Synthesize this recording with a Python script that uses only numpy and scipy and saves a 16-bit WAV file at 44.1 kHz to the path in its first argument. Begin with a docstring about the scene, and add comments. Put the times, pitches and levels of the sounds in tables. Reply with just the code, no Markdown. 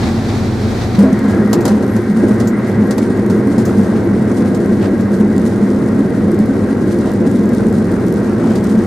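"""Air hisses past the canopy over an idling propeller: the cockpit of a light aircraft landing on gravel.
At 1 s the wheels thump down and skip twice. Rough ground then drums on the hollow fuselage, gravel
crunches under the tyres, thrown stones crack against the skin and loose fittings rattle.
Engine and thumps are sums of sines; the rest is enveloped noise shaped by spectra and damped modes."""
import sys
import numpy as np
from scipy import signal
from scipy.fft import rfft, irfft, next_fast_len
from scipy.io import wavfile
from scipy.ndimage import uniform_filter1d, minimum_filter1d

SR = 44100
rng = np.random.default_rng(int(sys.argv[2]) if len(sys.argv) > 2 else 0)


def transcribe(u):
    """Save the signal u as a 16-bit wav file named by the first command-line argument.

    u: samples, shape (n,) or (channels, n), limited to [-1, 1]; the rate is SR.
    q: integer samples, one column per channel.
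    """
    v = np.clip(np.atleast_2d(u).T, -1, 1)
    q = np.round(v * 32767).astype(np.int16)
    wavfile.write(sys.argv[1], SR, q)


N = 390726
FFT_SIZE = next_fast_len(N + 8192)
TIME_S = np.arange(N) / SR
FREQ_HZ = np.maximum(np.arange(FFT_SIZE // 2 + 1) * SR / FFT_SIZE, 1)
TOUCHDOWN_S = .983
ROLLED_S = TIME_S - TOUCHDOWN_S

# Table levels are relative; sigma is the half length of a bell-shaped swell.
SIDE_SPECTRUM = [(60, -39), (110, -17), (200, -13.5), (380, -15.5), (700, -6.5), (1290, -7.5), (2380, -5),
                 (4400, -6.5), (8120, -5.5), (15000, 0.5)]  # stereo side over mid: f/Hz, level/dB

BLADE_RATE_HZ = [(0, 42.8), (.5, 42.2), (.85, 39.57), (1.1, 38.2), (1.35, 35.1), (1.75, 33.2), (2.3, 32.2),
                 (3, 31.16), (8.86, 28.06)]  # propeller blade passes: t/s, f/Hz
ENGINE_DB = [(0, -32.5), (.9, -30), (1.15, -40), (1.8, -62), (3, -52.5), (8.86, -47)]  # idling engine: t/s, level/dB
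BLADE_HARMONICS = [(1, 1.5), (2, 8), (3, 8.5), (4, -8), (5, 2), (6, 6), (8, -1), (9, -3), (11, -6)]  # propeller tones: multiple of blade rate, level/dB
AIRFLOW_DB = [(0, -15), (.2, -17.5), (.36, -15.5), (.55, -17.5), (.8, -16), (.89, -18), (.955, -14.5),
              (1.05, -23.5), (1.5, -27), (2.5, -30.5), (8.86, -32.5)]  # slipstream: t/s, level/dB
AIR_SPECTRUM = [(15, -45), (30, -40), (58, -18), (100, -4), (150, -12.5), (220, -3.5), (300, -11.5),
                (370, -11), (530, -17), (1000, -25), (2000, -30), (2900, -39.5), (4000, -34), (7000, -43.5),
                (15000, -59)]  # slipstream: f/Hz, level/dB
CABIN_AIR_MODES = [(101, 18, -1), (225, 35, 1), (348, 20, 4), (750, 40, 3)]  # air-driven resonances: f/Hz, width/Hz, level/dB
SEAL_GUSTS = [(0.053, -32, 0.032), (.298, -30, 0.0091), (0.823, -31, 0.022), (0.954, -31.5, 0.006)]  # gusts at the canopy seal: t/s, level/dB, sigma/s
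GUST_SPECTRUM = [(300, -20), (1000, 5), (2000, 6), (2900, -2), (4200, 2.5), (7000, -9), (15000, -32)]  # rasp of the seal: f/Hz, level/dB

# touchdown thumps, with a brief 1 kHz overload overtone on the first: t/s, level/dB, f/Hz, t60/s
TOUCHDOWN_THUMPS = [(.9815, 8.5, 201, .25), (.99, -20, 1000, .15), (1.004, -13, 460, .15),
                    (1.027, -4, 262, .4), (1.032, -9, 475, .12), (1.052, -15, 640, .3),
                    (1.1255, 4.5, 212, .07), (1.553, -7, 345, .25)]
TYRE_LOAD_DB = [(1.1, -17.5), (1.21, -19.5), (1.4, -13.5), (1.49, -18.5), (1.55, -12.5), (2.13, -21),
                (2.23, -12.5), (2.59, -19.5), (2.75, -16.5), (4.1, -15), (5.1, -16), (8.86, -16)]  # tyre load as rumble, dipping at the skips: t/s, level/dB
GROUND_RUTS = [(4.55, -21), (4.845, -13.5), (7.25, -15), (7.61, -15.5)]  # ruts knocking the fuselage: t/s, level/dB
RUMBLE_SPECTRUM = [(15, -54), (28, -41), (35, -20), (65, -27), (95, -13.5), (130, -12), (150, -19),
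                   (190, -7.5), (295, -13.5), (350, -9.5), (470, -14), (700, -27), (1000, -36.5),
                   (2000, -74)]  # ground rumble: f/Hz, level/dB
FUSELAGE_MODES = [(101, 11, 3.5), (127.4, 6.9, 4.5), (169, 11, -1.5), (268, 31, 5), (339, 19, -2),
                  (370, 24, -5), (461, 13, 0), (632, 29, 1)]  # hollow fuselage: f/Hz, width/Hz, level/dB
CRUNCH_SPECTRUM = [(300, -41), (700, 3.5), (1000, 6), (1500, 5), (2100, -6), (2600, -10.5), (3200, -20.5),
                   (4200, -27), (7000, -39), (14000, -64)]  # gravel under the tyres: f/Hz, level/dB
UNDERCARRIAGE_MODES = [(777, 30, 3), (935, 35, -1), (1062, 40, 1), (1245, 25, -2), (1385, 45, -1),
                       (1545, 28, 2), (1633, 20, 4), (1818, 24, -3), (1897, 18, 2), (1928, 16, -2),
                       (2012, 14, -1), (2065, 22, -4), (2130, 20, -7), (2235, 20, -6)]  # wheel assemblies: f/Hz, width/Hz, level/dB

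SHAKE_DB = [(1, -52), (2.4, -49), (2.56, -58), (2.68, -51.5), (3.9, -48), (4.1, -52), (4.3, -46.5),
            (4.75, -49), (5.06, -53), (5.3, -51), (5.85, -49), (6.7, -49.5), (8.86, -48)]  # shaking between jolts: t/s, level/dB
FITTING_JOLTS = [(.98, -31, 0.26), (1.12, -42, 0.15), (1.29, -45, 0.36), (1.7, -48, 1), (2.16, -39.5, 0.2),
                 (2.27, -43, 0.5), (2.655, -43, 0.31), (3.01, -43, .4), (3.37, -54, .3), (3.44, -48, 0.78),
                 (3.68, -49, 1.6), (4.34, -43, 0.23), (4.54, -49, 0.83), (5.125, -39, 0.44),
                 (5.19, -49, 0.27), (5.37, -44, .5), (5.45, -42.5, 0.69), (5.69, -42, .3),
                 (5.87, -42, 0.18), (6.87, -42.5, 0.65), (7.25, -45, 1), (7.53, -44, .4),
                 (7.745, -39, 0.21), (8.03, -46, 0.19), (8.45, -55, .7), (8.63, -42, 0.7), (8.82, -49, .4)]  # jolts to the fittings: t/s, level/dB, t60/s
RATTLE_SPECTRUM = [(1500, -4), (2800, 0), (4000, 2.5), (6500, 1.5), (8000, -0.5), (9100, 3), (10400, -6.5),
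                   (11600, -4), (13000, -14), (15500, -45)]  # loose fittings: f/Hz, level/dB
UNDERCARRIAGE_KNOCKS = [(.985, -12, .15), (1.0345, -20, 0.16), (1.335, -21, 0.1)]  # blows to the shell: t/s, level/dB, t60/s
SHELL_MODES = [(350, 70, -3), (543, 100, 13), (680, 140, -7), (1010, 220, -1), (1390, 250, -11),
               (2030, 400, -5)]  # hollow knock: f/Hz, width/Hz, level/dB
SHELL_SPECTRUM = [(150, -20), (400, 2), (2200, -7), (3200, -12), (8000, -30)]  # hollow knock: f/Hz, level/dB
SHARP_TICKS = [(.9983, -24), (1.192, -29), (1.2857, -36), (1.4765, -34), (2.2829, -40), (3.2637, -34),
               (3.4817, -37), (4.66, -32), (5.1215, -37), (5.2023, -40), (5.3805, -33), (5.396, -36),
               (5.4715, -31), (5.9925, -38), (6.3175, -32), (6.3457, -34), (6.3907, -31), (6.4594, -31),
               (7.1174, -30), (7.1362, -32), (7.3145, -30), (7.3594, -34), (7.4337, -37), (7.4918, -30),
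               (7.5335, -36), (7.5489, -31), (7.6856, -33), (7.727, -29), (7.9163, -32), (7.928, -36),
               (8.0663, -32), (8.083, -31), (8.1255, -29), (8.141, -31), (8.643, -28)]  # hardest contacts of the fittings: t/s, level/dB
TICK_SPECTRUM = [(2000, -22), (4000, -5), (7000, 0), (10000, -3), (11800, -2), (13500, -9), (15500, -16)]  # hard contact: f/Hz, level/dB
METAL_MODES = [(8850, 260, -1), (9400, 300, -4), (11370, 220, 1)]  # small metal part: f/Hz, nominal width/Hz, level/dB
JINGLE_DB = [(.9, -90), (1.05, -66), (1.9, -60), (3.4, -62), (4.3, -69), (8.86, -71)]  # its ringing: t/s, level/dB

CABIN_BOOM_MODES = [(106, 19, -28), (209, 33.4, -16), (264, 32, -27), (348, 42, -27.5)]  # cabin air on even ground: f/Hz, nominal width/Hz, level/dB
GROUND_BUMPS = [(1.205, -13, 209), (1.293, -12.5, 209), (1.353, -19.5, 106), (1.381, -15, 348),
                (1.413, -10.5, 209), (1.735, -9, 209), (1.953, -17.5, 106), (1.977, -12.5, 209),
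                (2.119, -9.5, 209), (2.239, -10, 348), (2.175, -12.5, 209), (2.32, -11.5, 209),
                (2.394, -17, 106), (2.771, -19, 106), (2.804, -8.5, 209), (3.03, -15, 209),
                (3.308, -11, 209), (3.347, -24, 106), (3.491, -13.5, 264), (3.596, -10.5, 209),
                (3.657, -19, 106), (3.793, -6.5, 209), (4.008, -19, 106), (4.08, -14.5, 348),
                (4.396, -11.5, 264), (4.418, -11, 209), (4.635, -14, 348), (4.708, -15, 209),
                (4.924, -15.5, 264), (5.208, -8, 209), (5.46, -12, 209), (5.637, -11, 209),
                (6.004, -13, 264), (6.26, -9.5, 209), (6.33, -12, 348), (6.412, -10.5, 209),
                (6.503, -12, 264), (6.858, -13, 264), (7.269, -11, 264), (7.388, -11, 209),
                (7.589, -13.5, 209), (7.772, -12.5, 209), (8.423, -13, 264), (8.48, -10, 209),
                (8.776, -11.5, 209)]  # bumps pumping the cabin air: t/s, level/dB, mode f/Hz
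TYRE_SCRUBS = [(1.19, -39, .06, 1900, 350), (1.33, -37, 0.083, 1660, 160), (1.415, -33.5, 0.075, 1310, 260),
               (2.547, -35.5, 0.021, 1980, 160), (2.564, -39, 0.049, 1370, 200),
               (2.7, -40, 0.12, 1930, 400)]  # skids: t/s, level/dB, sigma/s, f/Hz, nominal width/Hz
GRIT_SPRAYS = [(1.295, -28, 0.048, -23), (1.714, -23, 0.045, -20), (2.438, -33, 0.034, -22),
               (2.683, -26.5, 0.055, -25), (3.045, -47, .02, 0), (3.972, -28, 0.038, -16),
               (4.843, -31.5, 0.023, -2), (7.083, -28.5, 0.038, -14), (8.52, -26.5, 0.069, -15.5)]  # grit along the belly: t/s, level/dB, sigma/s, scrape share/dB
GRIT_SPECTRUM = [(200, -36), (500, 16), (1000, 5.5), (2000, -18), (3200, -14.5), (5000, -18), (8000, -17.5),
                 (14000, -36)]  # coarse grit: f/Hz, level/dB
SCRAPE_SPECTRUM = [(600, -10), (1600, 7), (2400, 0), (4500, -5), (8000, -12), (15000, -26)]  # fine grit: f/Hz, level/dB
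STONE_HITS = [(1.5303, -13.5, 0.074, -11, -5), (1.6065, -33, 0.094, -2, -2), (1.653, -16.5, .09, -17, -1.5),
              (1.6785, -22.5, 0.12, -20, -3), (1.825, -33, 0.086, -16, 10), (1.964, -30.5, .085, -16, 4),
              (2.4, -25.5, 0.11, -24, 0), (2.473, -34.5, 0.1, 5, -8), (2.9085, -22, 0.11, -17, 0),
              (2.981, -22.5, 0.073, -16, -1), (3.0187, -43, 0.051, -10, -6), (3.172, -45, .08, 0, -6),
              (3.299, -30, 0.14, -16, 1), (3.581, -30, 0.14, -20, 9), (3.6527, -32.5, 0.14, 0.5, -6),
              (4.547, -32, .1, -8, -2), (5.0065, -36.5, 0.13, -8, -8), (8.555, -29, 0.14, -21, -4)]  # stones on the skin: t/s, level/dB, t60/s, ring share/dB, knock share/dB
CRACK_SPECTRUM = [(1000, -10), (3000, -7), (4500, 0), (7000, 2), (9500, -2), (12000, 3), (13500, -8),
                  (15500, -15)]  # first contact of a stone: f/Hz, level/dB
SPLASH_SPECTRUM = [(100, -30), (400, 10.5), (900, 10.5), (2000, -5), (3000, -7), (4500, 0.5), (7500, -4),
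                   (11500, -11), (15000, -31)]  # dense panel ringing: f/Hz, level/dB
PANEL_MODES = [(5600, 600, -9), (6500, 550, -3), (7200, 600, -2), (12400, 800, -8), (14800, 600, -13)]  # bright panel ring: f/Hz, width/Hz, level/dB


def undb(db):
    """Decibels to gain."""
    return 10 ** (np.asarray(db) / 20)


def curve(table):
    """Linear interpolation of (t/s, value) rows."""
    return np.interp(TIME_S, *np.transpose(table))


def unit(x):
    """Scale to unit rms."""
    return x / np.sqrt(np.mean(x ** 2))


def colour(spectrum):
    """Gain per bin from (f/Hz, level/dB) rows."""
    hz, db = np.transpose(spectrum)
    return undb(np.interp(np.log(FREQ_HZ), np.log(hz), db))


def resonances(modes):
    """Power response of damped modes."""
    return sum(undb(db) ** 2 / (1 + ((FREQ_HZ ** 2 - hz ** 2) / (FREQ_HZ * width_hz)) ** 2)
               for hz, width_hz, db in modes)


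def cabin_noise(envelope, response, side_db=0):
    """Enveloped, filtered stereo noise: bass alike on both sides, treble from all around."""
    drive = rng.standard_normal((2, N)) * envelope
    mid, side = rfft(drive, FFT_SIZE) * unit(response)
    side = side * colour(SIDE_SPECTRUM) * undb(side_db)
    return irfft(np.array([mid + side, mid - side]), FFT_SIZE)[:, :N]


def wander(rate_hz):
    """Smooth random drift, unit rms."""
    hold = max(int(SR / rate_hz), 1)
    steps = np.repeat(rng.standard_normal(N // hold + 1), hold)
    return unit(uniform_filter1d(uniform_filter1d(steps, hold), hold)[:N])


def impacts(per_s, spread_db):
    """Random blows, many small, few large."""
    hits = rng.random(N) < per_s / SR
    return hits * undb(spread_db * np.minimum(rng.exponential(size=N), 3))


def ring_out(blows, t60_s):
    """Envelope of blows whose energy dies away."""
    retained = np.exp(-2 * np.log(1000) / (t60_s * SR))
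    return np.sqrt(signal.lfilter([1], [1, -retained], blows ** 2))


def grains(per_s, spread_db, t60_s):
    """Unit-rms envelope of random decaying blows."""
    return unit(ring_out(impacts(per_s, spread_db), t60_s))


def decay(start_s, t60_s, rise_s):
    """Envelope of one blow."""
    age_s = np.maximum(TIME_S - start_s, 0)
    return (1 - np.exp(-age_s / rise_s)) * np.exp(-np.log(1000) * np.minimum(age_s / t60_s, 10))


def swell(crest_s, sigma_s):
    """Bell-shaped envelope."""
    return np.exp(-.5 * ((TIME_S - crest_s) / sigma_s) ** 2)


def slipstream():
    """Turbulent air hisses at the canopy and booms in the cabin."""
    response = colour(AIR_SPECTRUM) * np.sqrt(1 + resonances(CABIN_AIR_MODES))
    flutter_db = .7 * wander(25)
    return cabin_noise(undb(curve(AIRFLOW_DB) + flutter_db), response, side_db=.5)


def engine(firings_per_blade=2.39, firing_db=10.5):
    """Propeller and geared engine wind down as the airspeed stops driving them."""
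    blade_hz = curve(BLADE_RATE_HZ) * (1 + .003 * wander(12))
    phase = 2 * np.pi * np.cumsum(blade_hz) / SR
    blades = sum(undb(db + wander(6)) * np.sin(order * phase + rng.uniform(0, 2 * np.pi))
                 for order, db in BLADE_HARMONICS)
    firing = undb(firing_db + .8 * wander(5)) * np.sin(firings_per_blade * phase)
    return (blades + firing) * undb(curve(ENGINE_DB))


def gusts():
    """Brief gusts rasp at the canopy seal."""
    puffs = sum(undb(db) * swell(t_s, sigma_s) for t_s, db, sigma_s in SEAL_GUSTS)
    return cabin_noise(puffs * undb(2 * wander(148)), colour(GUST_SPECTRUM))


def thumps(cutoff_hz=110):
    """The shell booms at touchdown, with little below 110 Hz; an overload overtone tops the first."""
    rings = sum(undb(db) * decay(t_s, t60_s, rise_s=.003) * np.sin(2 * np.pi * hz * (TIME_S - t_s))
                for t_s, db, hz, t60_s in TOUCHDOWN_THUMPS)
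    return signal.sosfilt(signal.butter(3, cutoff_hz, "highpass", fs=SR, output="sos"), rings)


def rumble(grounded):
    """Rough ground and ruts drum on the hollow fuselage."""
    load = undb(curve(TYRE_LOAD_DB) + .5)
    ruts = sum(undb(db) * swell(t_s, sigma_s=.035) for t_s, db in GROUND_RUTS)
    body = colour(RUMBLE_SPECTRUM) * np.sqrt(1 + resonances(FUSELAGE_MODES))
    return cabin_noise(grounded * np.hypot(load, ruts), body, side_db=-.5)


def crunch(grounded, fade_db_per_s=.33):
    """Gravel crunches under the tyres: louder with load and on a loose patch, fading as they slow."""
    gravel = grains(per_s=2500, spread_db=5, t60_s=.017)
    level_db = -29 + .39 * curve(TYRE_LOAD_DB) - fade_db_per_s * ROLLED_S + 1.34 * wander(18)
    loose_db = 4.5 * swell(crest_s=8.43, sigma_s=.34)
    envelope = gravel * grounded * undb(level_db + loose_db)
    return cabin_noise(envelope, colour(CRUNCH_SPECTRUM), side_db=-.5)


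def whirr(grounded, fade_db_per_s=.62):
    """The wheel assemblies ring, less as they slow."""
    envelope = grounded * undb(-32 - fade_db_per_s * ROLLED_S)
    return cabin_noise(envelope, np.sqrt(resonances(UNDERCARRIAGE_MODES)), side_db=-3.5)


def shaking():
    """Envelope driving the fittings: uneven ground plus jolts."""
    steady = undb(curve(SHAKE_DB) + .5 * wander(22))
    jolts = sum(undb(db) * decay(t_s, t60_s, rise_s=.0073) for t_s, db, t60_s in FITTING_JOLTS)
    return np.hypot(steady, jolts)


def rattles(shake, airframe):
    """Shaken fittings fizz, chatter and buzz on each crest of the airframe's swing."""
    swing = airframe.mean(axis=0)
    swing_rms = np.sqrt(uniform_filter1d(swing ** 2, size=6000) + 1e-4)
    buzz = undb(-5) * unit(np.maximum(swing / swing_rms, 0) ** 3)
    fizz = undb(-1 + 2.6 * wander(60))
    chatter = undb(-2.5) * grains(per_s=200, spread_db=2, t60_s=.015)
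    envelope = shake * np.sqrt(fizz ** 2 + chatter ** 2 + buzz ** 2)
    return cabin_noise(envelope, colour(RATTLE_SPECTRUM), side_db=.5)


def shell(blows):
    """Hollow knock of the fuselage panels."""
    return cabin_noise(blows, np.sqrt(resonances(SHELL_MODES)) * colour(SHELL_SPECTRUM))


def gear_knocks():
    """The undercarriage knocks the shell as the wheels bite."""
    blows = sum(undb(db) * decay(t_s, t60_s, rise_s=.00091) for t_s, db, t60_s in UNDERCARRIAGE_KNOCKS)
    return shell(blows)


def ticks(shake):
    """Fittings make hard contact: sharp ticks among soft ones that thicken with time and shaking."""
    progress = np.clip(ROLLED_S / ROLLED_S[-1], 0, 1)
    blows = undb(-1) * shake * impacts(per_s=60 * progress * unit(shake), spread_db=.5)
    for t_s, db in SHARP_TICKS:
        blows[int(t_s * SR)] += undb(db)
    return cabin_noise(ring_out(blows, t60_s=.0085), colour(TICK_SPECTRUM), side_db=-2)


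def jingle():
    """A small loose metal part is tapped; each mode rings in thin flecks."""
    out = 0
    for hz, width_hz, db in METAL_MODES:
        taps = grains(per_s=20, spread_db=1, t60_s=.14) * undb(curve(JINGLE_DB) + db)
        out += cabin_noise(taps, resonances([(hz, width_hz, 0)]), side_db=-2.5)
    return out


def boom(fade_in_s=.26, sigma_cycles=4.3):
    """The ground keeps the cabin modes ringing at unsteady pitch; each bump makes one throb."""
    modes_hz = np.array(CABIN_BOOM_MODES)[:, 0]
    out = 0
    for mode, (hz, width_hz, even_db) in enumerate(CABIN_BOOM_MODES):
        band = rfft(rng.standard_normal(FFT_SIZE)) * resonances([(hz, width_hz, 0)])
        ring = irfft(band, FFT_SIZE)[:N]
        ring /= np.sqrt(uniform_filter1d(ring ** 2, size=2600))  # flatten slow swells, keep fast beats
        bumps = sum(undb(db) * swell(t_s, sigma_cycles / hz) for t_s, db, bump_hz in GROUND_BUMPS
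                    if np.argmin(abs(modes_hz - bump_hz)) == mode)
        even_ground = undb(even_db + 1.6 * wander(16))
        out += ring * np.hypot(even_ground, bumps)
    return out * np.clip(ROLLED_S / fade_in_s, 0, 1) ** 2


def scrubs(grounded):
    """Lightly loaded tyres scrub over the gravel and sing briefly."""
    skids = sum(cabin_noise(undb(db) * swell(t_s, sigma_s), resonances([(hz, width_hz, 0)]), side_db=-3)
                for t_s, db, sigma_s, hz, width_hz in TYRE_SCRUBS)
    return skids * grounded * undb(1.5 * wander(70))


def sprays():
    """A tyre flings grit along the belly; the finest scrapes brightly."""
    coarse, fine = 0, 0
    for t_s, db, sigma_s, scrape_db in GRIT_SPRAYS:
        patch = undb(db) * swell(t_s, sigma_s)
        coarse += patch
        fine += undb(scrape_db) * patch
    coarse *= grains(per_s=700, spread_db=6, t60_s=.06)
    fine *= grains(per_s=900, spread_db=2.5, t60_s=.015)
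    grit = cabin_noise(coarse, colour(GRIT_SPECTRUM), side_db=-2)
    return grit + cabin_noise(fine, colour(SCRAPE_SPECTRUM))


def stones():
    """Each stone cracks on the skin, knocks the shell and leaves a splash of panel ringing."""
    crack, splash, ring, knock = 0, 0, 0, 0
    for t_s, db, t60_s, ring_db, knock_db in STONE_HITS:
        tail = decay(t_s, t60_s, rise_s=.0003)
        crack += undb(db - 1.5) * decay(t_s, t60_s=.012, rise_s=.0004)
        splash += undb(db) * tail
        ring += undb(db + ring_db) * tail
        knock += undb(db + knock_db) * decay(t_s, t60_s=.18, rise_s=.00081)
    skin = cabin_noise(splash, colour(SPLASH_SPECTRUM), side_db=-.5)
    skin += cabin_noise(ring, np.sqrt(resonances(PANEL_MODES)), side_db=-4)
    return cabin_noise(crack, colour(CRACK_SPECTRUM)) + skin + shell(knock)


def scene():
    """Glide, touchdown, roll."""
    grounded = np.clip(ROLLED_S / .0065, 0, 1)
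    lean_left = undb([[.55], [-.55]])
    airframe = thumps() + gear_knocks() + scrubs(grounded) + rumble(grounded)
    airframe += lean_left * (crunch(grounded) + whirr(grounded)) + boom()
    shake = grounded * shaking()
    fittings = rattles(shake, airframe) + ticks(shake) + jingle()
    return engine() + slipstream() + gusts() + airframe + stones() + sprays() + fittings


def record(dry, low_hz=29, top_hz=15300, ceiling=1.3, hold_s=.006):
    """Microphone bass cut, peak limiter, clipping, treble cut."""
    sound = signal.sosfilt(signal.butter(4, low_hz, "highpass", fs=SR, output="sos"), dry)
    hold = int(hold_s * SR)
    gain = 1 / np.maximum(np.abs(sound).max(axis=0) / ceiling, 1)
    gain = uniform_filter1d(minimum_filter1d(gain, hold), hold)
    clipped = np.clip(sound * gain, -1, 1)
    return signal.sosfilt(signal.ellip(8, .2, 80, top_hz, fs=SR, output="sos"), clipped)


dry = scene()
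out = record(dry)
transcribe(out)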